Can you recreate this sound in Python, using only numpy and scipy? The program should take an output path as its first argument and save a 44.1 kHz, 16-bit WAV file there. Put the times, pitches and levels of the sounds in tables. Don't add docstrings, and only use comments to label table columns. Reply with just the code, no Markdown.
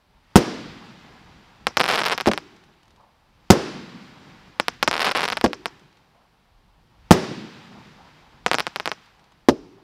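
import sys
import numpy as np
from scipy import signal
from scipy.io import wavfile

SR = 44100
rng = np.random.default_rng(int(sys.argv[2]) if len(sys.argv) > 2 else 0)


def dump(signal):
    limited = np.clip(np.atleast_2d(signal).T, -1, 1)
    pcm = np.round(limited * 32767).astype(np.int16)
    wavfile.write(sys.argv[1], SR, pcm)


def ratio(d):
    e = np.asarray(d, float) / 20
    return 10 ** e


N = 433499

# t/s, ceiling level/dB, ring f/Hz, ground bounce delay/ms
SHELL_BURSTS = [
    (.3571, .6, 400, 5.45),
    (3.5026, .6, 415, 5.5),
    (7.1087, .6, 398, 5.8),
]
# t/s, ceiling level/dB, ring f/Hz, ground bounce delay/ms
LIFT_THUMPS = [
    (2.2720, -6.8, 330, 8.4),
    (5.4412, -6.5, 310, 8.5),
    (9.4866, -.1, 310, 8.5),
]
# f/Hz, level/dB per Hz, time to fall 60 dB/s
SHELL_ROLL = [(60, -7.5, 0.11), (190, -0.5, 0.23), (400, 4, 0.17), (815, -10.5, 0.18), (2000, -16, 0.14),
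              (5500, -27, .12), (8900, -38.5, 0.033), (15000, -38, 0.083)]
LIFT_ROLL = [(60.23, -7.5, 0.099), (190, 0, 0.14), (374, -5.5, 0.21), (785, 3, 0.041), (2070, -14, 0.043),
             (5350, -21, 0.055), (8900, -42, 0.036), (14200, -63, 0.033)]
# f/Hz, level/dB per Hz, time to fall 60 dB/s
SHELL_LATE = [(60, -16.5, 0.28), (188, -3, 1.7), (370, 3, 0.83), (610, -4.5, 0.72), (3800, -21.5, 1.4),
              (5500, -21.5, .8), (7200, -30.5, 0.87), (15000, -42, 0.18)]
LIFT_LATE = [(60, -16.5, 0.44), (202, -3.5, 0.27), (354, -1, 1.1), (516.5, -23, 0.8), (899, -16.5, .5),
             (1930, -24, 0.32), (5430, -34.5, 0.77), (14700, -63, .2)]

# t/s, strength level/dB over full scale, ground bounce delay/ms, push width/ms
EARLY_STARS = [(1.6693, 4.6, 3.7, .125), (1.7702, 9, 3.4, .1), (1.7975, -4, 5.7, .11),
               (1.8032, -.4, 6, .13), (1.811, -2.3, 3.8, .115), (1.8148, -4.2, 4, .13),
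               (1.8352, -9.3, 5.9, .115), (1.8411, -4.9, 5.1, .115), (1.8799, -6.2, 4.9, .115),
               (2.2862, -8, 5, .12), (2.3353, -7.2, 4.8, .125), (2.3771, -7.1, 5, .125),
               (4.5993, 3.2, 3.4, .13), (4.6832, -.5, 4.1, .115), (4.8282, 6.5, 3.5, .105),
               (4.8772, 6.5, 3.2, .13), (4.9129, -3.9, 5.7, .135), (4.9295, -5.8, 4.9, .115),
               (4.9791, -7.6, 3.5, .115), (5.3017, -6.6, 4, .115), (5.4125, -8.2, 4, .115),
               (5.4618, -6, 4.3, .13), (5.5323, -8.3, 3.6, .115), (5.6579, -4.9, 4.3, .125)]
LAST_STARS = [(8.4633, 5.5, 4, .15), (8.4815, -18, 1.5, .15), (8.5147, 0, 5.4, .15),
              (8.5336, -5.2, 4.1, .11), (8.5441, -2.8, 6.1, .15), (8.5851, -3.7, 6.5, .125),
              (8.5976, -5.9, 6.8, .115), (8.6044, -5.6, 4.7, .115), (8.6681, -6, 5.6, .135),
              (8.7604, -6.4, 5, .115), (8.7993, -6.6, 4.7, .115), (8.8579, -6.4, 5.5, .115),
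              (8.8763, -6.3, 5.9, .16), (8.9169, -6.1, 4.6, .115)]
# first t/s, last t/s, number of stars
FIRST_FLURRIES = [(1.8564, 1.8627, 2), (1.8875, 1.893, 5), (1.8998, 1.9041, 4), (1.9093, 1.9159, 4),
                  (1.9238, 1.9278, 2), (1.9357, 1.9383, 3), (1.943, 1.9495, 2), (1.9542, 1.9623, 5),
                  (1.9763, 1.9851, 3), (1.9888, 1.9956, 4), (2.0042, 2.0158, 2), (2.0189, 2.0355, 2),
                  (2.0418, 2.0534, 2), (2.0597, 2.0686, 6), (2.0758, 2.0838, 2), (2.0983, 2.1091, 2),
                  (2.1162, 2.135, 7), (2.1785, 2.1827, 2), (2.2023, 2.2101, 2), (2.2595, 2.2668, 2),
                  (2.315, 2.3168, 2)]
SECOND_FLURRIES = [(4.939, 4.9421, 2), (4.9547, 4.9662, 2), (4.9948, 5.0032, 2), (5.0059, 5.0088, 2),
                   (5.0166, 5.0213, 4), (5.0286, 5.0305, 2), (5.0447, 5.0478, 3), (5.0529, 5.0605, 3),
                   (5.0656, 5.0725, 5), (5.0765, 5.0802, 3), (5.087, 5.095, 3), (5.1127, 5.1185, 3),
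                   (5.15, 5.1631, 5), (5.1676, 5.1751, 4), (5.1819, 5.1977, 4), (5.2076, 5.2192, 2),
                   (5.2315, 5.2438, 5), (5.2537, 5.2577, 2), (5.2794, 5.2867, 2), (5.3227, 5.3312, 3),
                   (5.3707, 5.3741, 2)]
# f/Hz, level/dB per Hz, time to fall 60 dB/s
POP_SCATTER = [(147, 9.5, 0.068), (674, -7, 0.12), (1473, -4, 0.082), (3500, -21, 0.058),
               (5430, -12.5, 0.1), (6730, -8.5, 0.042), (9100, -37, .03), (14900, -52, .02)]
# t/s, peak level/dB
FAR_POPS = [(2.564, -43), (2.638, -43), (2.737, -53.5), (2.831, -45), (2.855, -50), (2.88, -48),
            (2.906, -44), (2.961, -46.5), (3.008, -53), (5.795, -43.5), (5.857, -55), (5.927, -49),
            (5.971, -48), (6.03, -67), (6.153, -62), (6.213, -64), (9.059, -45), (9.194, -45),
            (9.241, -44.5), (9.32, -45)]

# t/s, level/dB
GUSTS = [(0.0, -70), (0.19, -60.5), (0.41, -60.5), (0.85, -65), (2.14, -57), (2.35, -69), (3.17, -65.5),
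         (3.56, -56.5), (4.02, -68.5), (5.06, -57), (5.83, -71), (6.95, -59.5), (7.09, -55.5),
         (7.58, -71.5), (8.51, -57.5), (8.93, -72), (9.58, -63), (9.83, -71)]
# f/Hz, level/dB per Hz
WIND = [(20, -1), (50, 4), (90, -6), (160, -15.5), (300, -51)]
RUMBLE = [(50, -32.5), (90, -4.5), (170, 2), (330, -5.5), (480, -13), (700, -32.5)]
TREES = [(400, -16.5), (620, -8), (900, -0.2), (1250, -13), (1800, -34.5)]
HISS = [(700, -16), (1400, 0.5), (2500, -2.5), (4000, -7), (5500, -17), (6800, -19), (9000, -32.5),
        (16500, -40)]
NIGHT = [(100, 3), (400, -0.5), (2000, -3.5), (4500, -6), (6500, -17.5), (10000, -15.5), (16000, -19)]
# rest level/dB, level after a shell/dB, its fading/(dB/s),
# level after a star/dB, its fading/(dB/s)
RETURNS = [
    (-75, -46, 10.5, -55.5, 87),
    (-72, -53, 7.5, -66, 69),
    (-77.5, -47, 11.5, -51, 59),
]

NIGHT_DB = -71.5
DIP_PER_DB, ROLL_PER_DB = -.55, .6
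FLURRY_DB, FLURRY_SPREAD_DB, UNEVEN = -6.7, 1.4, .3
BOUNCE_MS, BOUNCE_SPREAD_MS, BOUNCE_DB, REBOUND_DB = 4.6, .7, -9, -22
DIRECT_MS, BOUNCE_WIDENS, WIDTH_SPREAD_DB = .122, 1.2, 1.1
SETTLE_S, LINGER_DB, LINGER_DB_PER_S = .2, -17, 25
LIFT_RETURN_DB, LIFT_FADE_DB_PER_S = (-54.5, -60, -60.5), 26
CLIMB_DB, CLIMB_DB_PER_S = (-66.5, -66, -64.5), 55.5
MIC_PEAK_HZ, MIC_RATTLE_WIDTH_HZ, CAPSULE_WIDTH_HZ, CAPSULE_DB = 5270, 2700, 1100, -2.5

EDGES = 22 * 2 ** np.arange(0, 9.7, .3)
BANK = [(np.sqrt(low * high), signal.butter(2, [low, high], "band", fs=SR, output="sos"))
        for low, high in zip(EDGES, EDGES[1:])]


def rms_one(x):
    return x / np.sqrt(np.mean(x ** 2) + 1e-20)


def at_hz(points, hz, order=1):
    p = np.array(points)
    return np.interp(np.log(hz), np.log(p[:, 0]), p[:, order])


def drift(rate):
    r = np.exp(-80 * np.pi * rate / SR)
    white = rng.standard_normal(N // 40 + 2002)
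    slow = rms_one(signal.lfilter([1], [1, -2 * r, r * r], white)[2000:])
    return np.interp(np.arange(N) / 40, np.arange(len(slow)), slow)


def bands(size):
    white = rng.standard_normal((2, size + 2000))
    for k, (hz, sos) in enumerate(BANK):
        yield hz, signal.sosfilt(sos, white[k % 2])[2000:]


def dying_noise(table, size):
    t = np.arange(size) / SR
    steady, dying = np.zeros(size), np.zeros(size)
    for hz, band in bands(size):
        sound = ratio(at_hz(table, hz)) * band
        fall_s = np.abs(at_hz(table, hz, order=2))
        steady += sound
        dying += sound * np.exp(-np.log(1000) * t / fall_s)
    return dying / np.std(steady)


def add(out, sound, s):
    i = round(s * SR)
    out[i:i + len(sound)] += sound[:N - i]


def mic_resonance(x, width_hz):
    return signal.lfilter(*signal.iirpeak(MIC_PEAK_HZ, MIC_PEAK_HZ / width_hz, fs=SR), x)


def capsule(x):
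    return x + ratio(CAPSULE_DB) * mic_resonance(x, CAPSULE_WIDTH_HZ)


def fading(since, db_per_s, rise_s):
    t = np.maximum(since, 0)
    return (since > 0) * ratio(-2 * db_per_s * t) * (1 - np.exp(-t / rise_s))


def returns(pops):
    t = np.arange(0, N / SR + .01, .005)
    shells, lifts, popped = (t - np.array(rows)[:, :1] for rows in (SHELL_BURSTS, LIFT_THUMPS, pops))
    star_power, quick_s = ratio(2 * pops[:, 1]), .002
    linger = ratio(2 * LINGER_DB) * star_power @ fading(popped, LINGER_DB_PER_S, SETTLE_S)
    climb = fading(-shells, CLIMB_DB_PER_S, quick_s).sum(axis=0)
    lift = fading(lifts, LIFT_FADE_DB_PER_S, SETTLE_S).sum(axis=0)
    for row, lift_db, climb_db in zip(RETURNS, LIFT_RETURN_DB, CLIMB_DB):
        rest_db, shell_db, shell_fade, star_db, star_fade = row
        shell = fading(shells, shell_fade, SETTLE_S).sum(axis=0)
        star = star_power @ fading(popped, star_fade, quick_s) + linger
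        power = ratio(2 * rest_db) + ratio(2 * shell_db) * shell + ratio(2 * climb_db) * climb
        power += ratio(2 * lift_db) * lift + ratio(2 * star_db) * star
        yield t, 10 * np.log10(power)


def surroundings(pops, lumpy_db=(2.5, 2.5, 2.5, .6), lumps_per_s=(4, 9, 12, 15)):
    levels = [np.transpose(GUSTS), *returns(pops)]
    spectra, layers = (WIND, RUMBLE, TREES, HISS, NIGHT), np.zeros((5, N))
    for hz, band in bands(N):
        for layer, spectrum in zip(layers, spectra):
            if spectrum[0][0] < hz < spectrum[-1][0]:
                layer += band * ratio(at_hz(spectrum, hz))
    out = np.zeros(N)
    for layer, (s, level_db), depth_db, rate in zip(layers, levels, lumpy_db, lumps_per_s):
        level = np.interp(np.arange(N) / SR, s, level_db)
        out += rms_one(layer) * ratio(level + depth_db * drift(rate))
    return capsule(out) + ratio(NIGHT_DB) * rms_one(layers[4])


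def gas_swing(t, hz, lead_ms, ring_ms, slows_ms, edge_ms):
    ms = np.maximum(t, 0) * 1000
    turn = 2 * np.pi * hz / 1000 * (lead_ms - ms / (1 + ms / slows_ms))
    return (1 - np.exp(-ms / edge_ms)) * np.sin(turn) * np.exp(-ms / ring_ms)


def blasts(rows, roll, lead_ms, ring_ms, slows_ms, edge_ms, rise_ms, hold_ms, dip_ms, back_ms,
           chatter_db, chatter_ms, roll_db, over_db, bounce_db, duck_db):
    out, t = np.zeros(N), np.arange(SR // 3) / SR
    ms = t * 1000
    for s, top_db, hz, lag_ms in rows:
        dip_db = duck_db + DIP_PER_DB * top_db
        direct = gas_swing(t, hz, lead_ms, ring_ms, slows_ms, edge_ms)
        bounce = gas_swing(t - lag_ms / 1000, hz, lead_ms, ring_ms, 1.45 * slows_ms, edge_ms)
        shock = direct + ratio(bounce_db) * bounce
        scatter_db = roll_db + (ROLL_PER_DB - 1.5) * top_db - dip_db
        scattered = ratio(scatter_db) * capsule(dying_noise(roll, len(t))) * (1 - np.exp(-ms / rise_ms))
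        rattle = mic_resonance(rng.standard_normal(len(t)), MIC_RATTLE_WIDTH_HZ)
        chatter = ratio(chatter_db) * rms_one(rattle) * np.exp(-ms / chatter_ms)
        late = np.maximum(ms - hold_ms, 0)
        gain_db = top_db + dip_db * (1 - np.exp(-late / dip_ms)) * np.exp(-late / back_ms)
        flat_topped = np.clip(ratio(over_db) * shock + chatter + scattered, -1, 1)
        add(out, ratio(gain_db) * flat_topped, s)
    return out


def shell_bursts():
    return blasts(SHELL_BURSTS, SHELL_ROLL, lead_ms=.47, ring_ms=2.8, slows_ms=6.4, edge_ms=.02,
                  rise_ms=5, hold_ms=7.5, dip_ms=.73, back_ms=980, chatter_db=-3.5, chatter_ms=10,
                  roll_db=-5.5, over_db=23, bounce_db=-1.5, duck_db=-6.2)


def late_roll(rows, roll, below_db, rise_ms, surge_db=3.5):
    out, t = np.zeros(N), np.arange(3 * SR // 2) / SR
    for s, top_db, *_ in rows:
        swell = 1 - np.exp(-t * 1000 / rise_ms)
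        add(out, ratio(ROLL_PER_DB * top_db + below_db) * dying_noise(roll, len(t)) * swell, s)
    bass = signal.sosfilt(signal.butter(2, 450, "low", fs=SR, output="sos"), out + 1e-18)
    return out + bass * (ratio(surge_db * drift(20)) - 1)


def stars():
    rows = EARLY_STARS + LAST_STARS
    for first, last, count in FIRST_FLURRIES + SECOND_FLURRIES:
        shift, size, lag, wide = rng.standard_normal((count, 4)).T
        order = np.arange(count)
        inner = order % (count - 1) > 0
        place = order + UNEVEN * np.clip(shift, -1, 1) * inner
        times = first + place * (last - first) / (count - 1)
        strengths = FLURRY_DB - FLURRY_SPREAD_DB * np.abs(size)
        lags = BOUNCE_MS + BOUNCE_SPREAD_MS * lag
        widths = DIRECT_MS * ratio(WIDTH_SPREAD_DB * wide)
        rows = rows + list(zip(times, strengths, lags, widths))
    s, db, lag_ms, width_ms = np.transpose(rows)
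    soft = rng.standard_normal((len(s), 2)).T
    arrivals = ((0, 0, 1), (1, BOUNCE_DB + soft[0], BOUNCE_WIDENS), (2, REBOUND_DB + 2 * soft[1], 1))
    pops = []
    for k, loss_db, widens in arrivals:
        peak_db = np.minimum(db + loss_db, 0)
        pops.append(np.transpose([s + k * lag_ms / 1000, peak_db, widens * width_ms, k > 0 * s]))
    return np.concatenate(pops)


def crackle(pops, ripple_hz=5300, scatter_db=-21, lumps_db=5.5, thin_hz=190, pull=.34, pull_widths=5.5,
            ripple=.15, edge_ms=.01, ground_ms=.024):
    out, clicks, t = np.zeros(N), np.zeros(N), np.arange(160) / SR * 1000
    vary = rng.standard_normal((len(pops), 4))
    for (s, peak_db, width_ms, bounced), (deep, tone, ringing, soft) in zip(pops, vary):
        w = width_ms * 1.5
        push = np.minimum(1.3 * np.sin(np.pi * np.minimum(t / w, 1)), 1)
        u = np.maximum(t - w, 0)
        depth = pull * (1 + .6 * (peak_db > -3)) * ratio(1.5 * deep)
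        suck = depth * np.sin(np.pi * np.minimum(u / (pull_widths * width_ms), 1) ** .45)
        wave = np.sin(2 * np.pi * ripple_hz * (1 + .05 * tone) * u / 1000)
        wobble = ripple * ratio(3 * ringing) * wave * np.exp(-u / .5)
        blur_db = 7 * np.clip(soft, -1.5, 1) - 1.3 * np.clip(peak_db + 6, -4, 6)
        r = np.exp(-1000 / SR / (edge_ms * ratio(blur_db) + ground_ms * bounced))
        pulse = signal.lfilter([(1 - r) ** 2], [1, -2 * r, r * r], push - suck - wobble)
        add(out, ratio(peak_db) * pulse / pulse.max(), s - w / 2000)
        clicks[round(s * SR)] += ratio(peak_db) * bounced
    lumps = ratio(scatter_db + lumps_db * drift(120))
    scatter = signal.fftconvolve(clicks, dying_noise(POP_SCATTER, SR // 4))[:N]
    out += capsule(lumps * scatter)
    return signal.sosfilt(signal.butter(2, thin_hz, "high", fs=SR, output="sos"), out + 1e-18)


def lift_thumps():
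    return blasts(LIFT_THUMPS, LIFT_ROLL, lead_ms=.78, ring_ms=2.3, slows_ms=200, edge_ms=.12,
                  rise_ms=3, hold_ms=3.5, dip_ms=1.6, back_ms=1900, chatter_db=-28, chatter_ms=10,
                  roll_db=-5, over_db=13.5, bounce_db=-4, duck_db=-5.6)


def far_pops(smear_ms=4.5, low_hz=450, high_hz=4500, level_db=-1.5):
    out, t = np.zeros(N), np.arange(1500) / SR * 1000
    for (s, peak_db), noise in zip(FAR_POPS, rng.standard_normal((len(FAR_POPS), 1500))):
        add(out, ratio(peak_db + level_db) * noise * np.exp(-t / smear_ms), s)
    return signal.sosfilt(signal.butter(2, [low_hz, high_hz], "band", fs=SR, output="sos"), out + 1e-18)


def lift_echo(lag_s=.75, spread_s=.09, low_hz=550, high_hz=1100, level_db=-62):
    t = np.arange(N) / SR
    swell = sum(np.exp(-((t - s - lag_s) / spread_s) ** 2) for s, *_ in LIFT_THUMPS)
    sos = signal.butter(3, [low_hz, high_hz], "band", fs=SR, output="sos")
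    noise = signal.sosfilt(sos, rng.standard_normal(N))
    return ratio(level_db + 5 * drift(25)) * swell * rms_one(noise)


def scene():
    pops = stars()
    bangs = shell_bursts() + lift_thumps()
    rolls = late_roll(SHELL_BURSTS, SHELL_LATE, below_db=-22.5, rise_ms=19)
    rolls += late_roll(LIFT_THUMPS, LIFT_LATE, below_db=-35, rise_ms=14)
    mix = bangs + crackle(pops) + far_pops() + lift_echo() + capsule(rolls) + surroundings(pops)
    return mix[None]


def band_limit(x):
    return signal.sosfilt(signal.butter(12, 16490, fs=SR, output="sos"), x)


def record(dry):
    x = signal.sosfilt(signal.butter(1, 22, "high", fs=SR, output="sos"), dry)
    x = signal.sosfilt(signal.cheby2(10, 50, 16650, fs=SR, output="sos"), x)
    return band_limit(np.clip(x, -1, 1))


dry = scene()
out = record(dry)
dump(out)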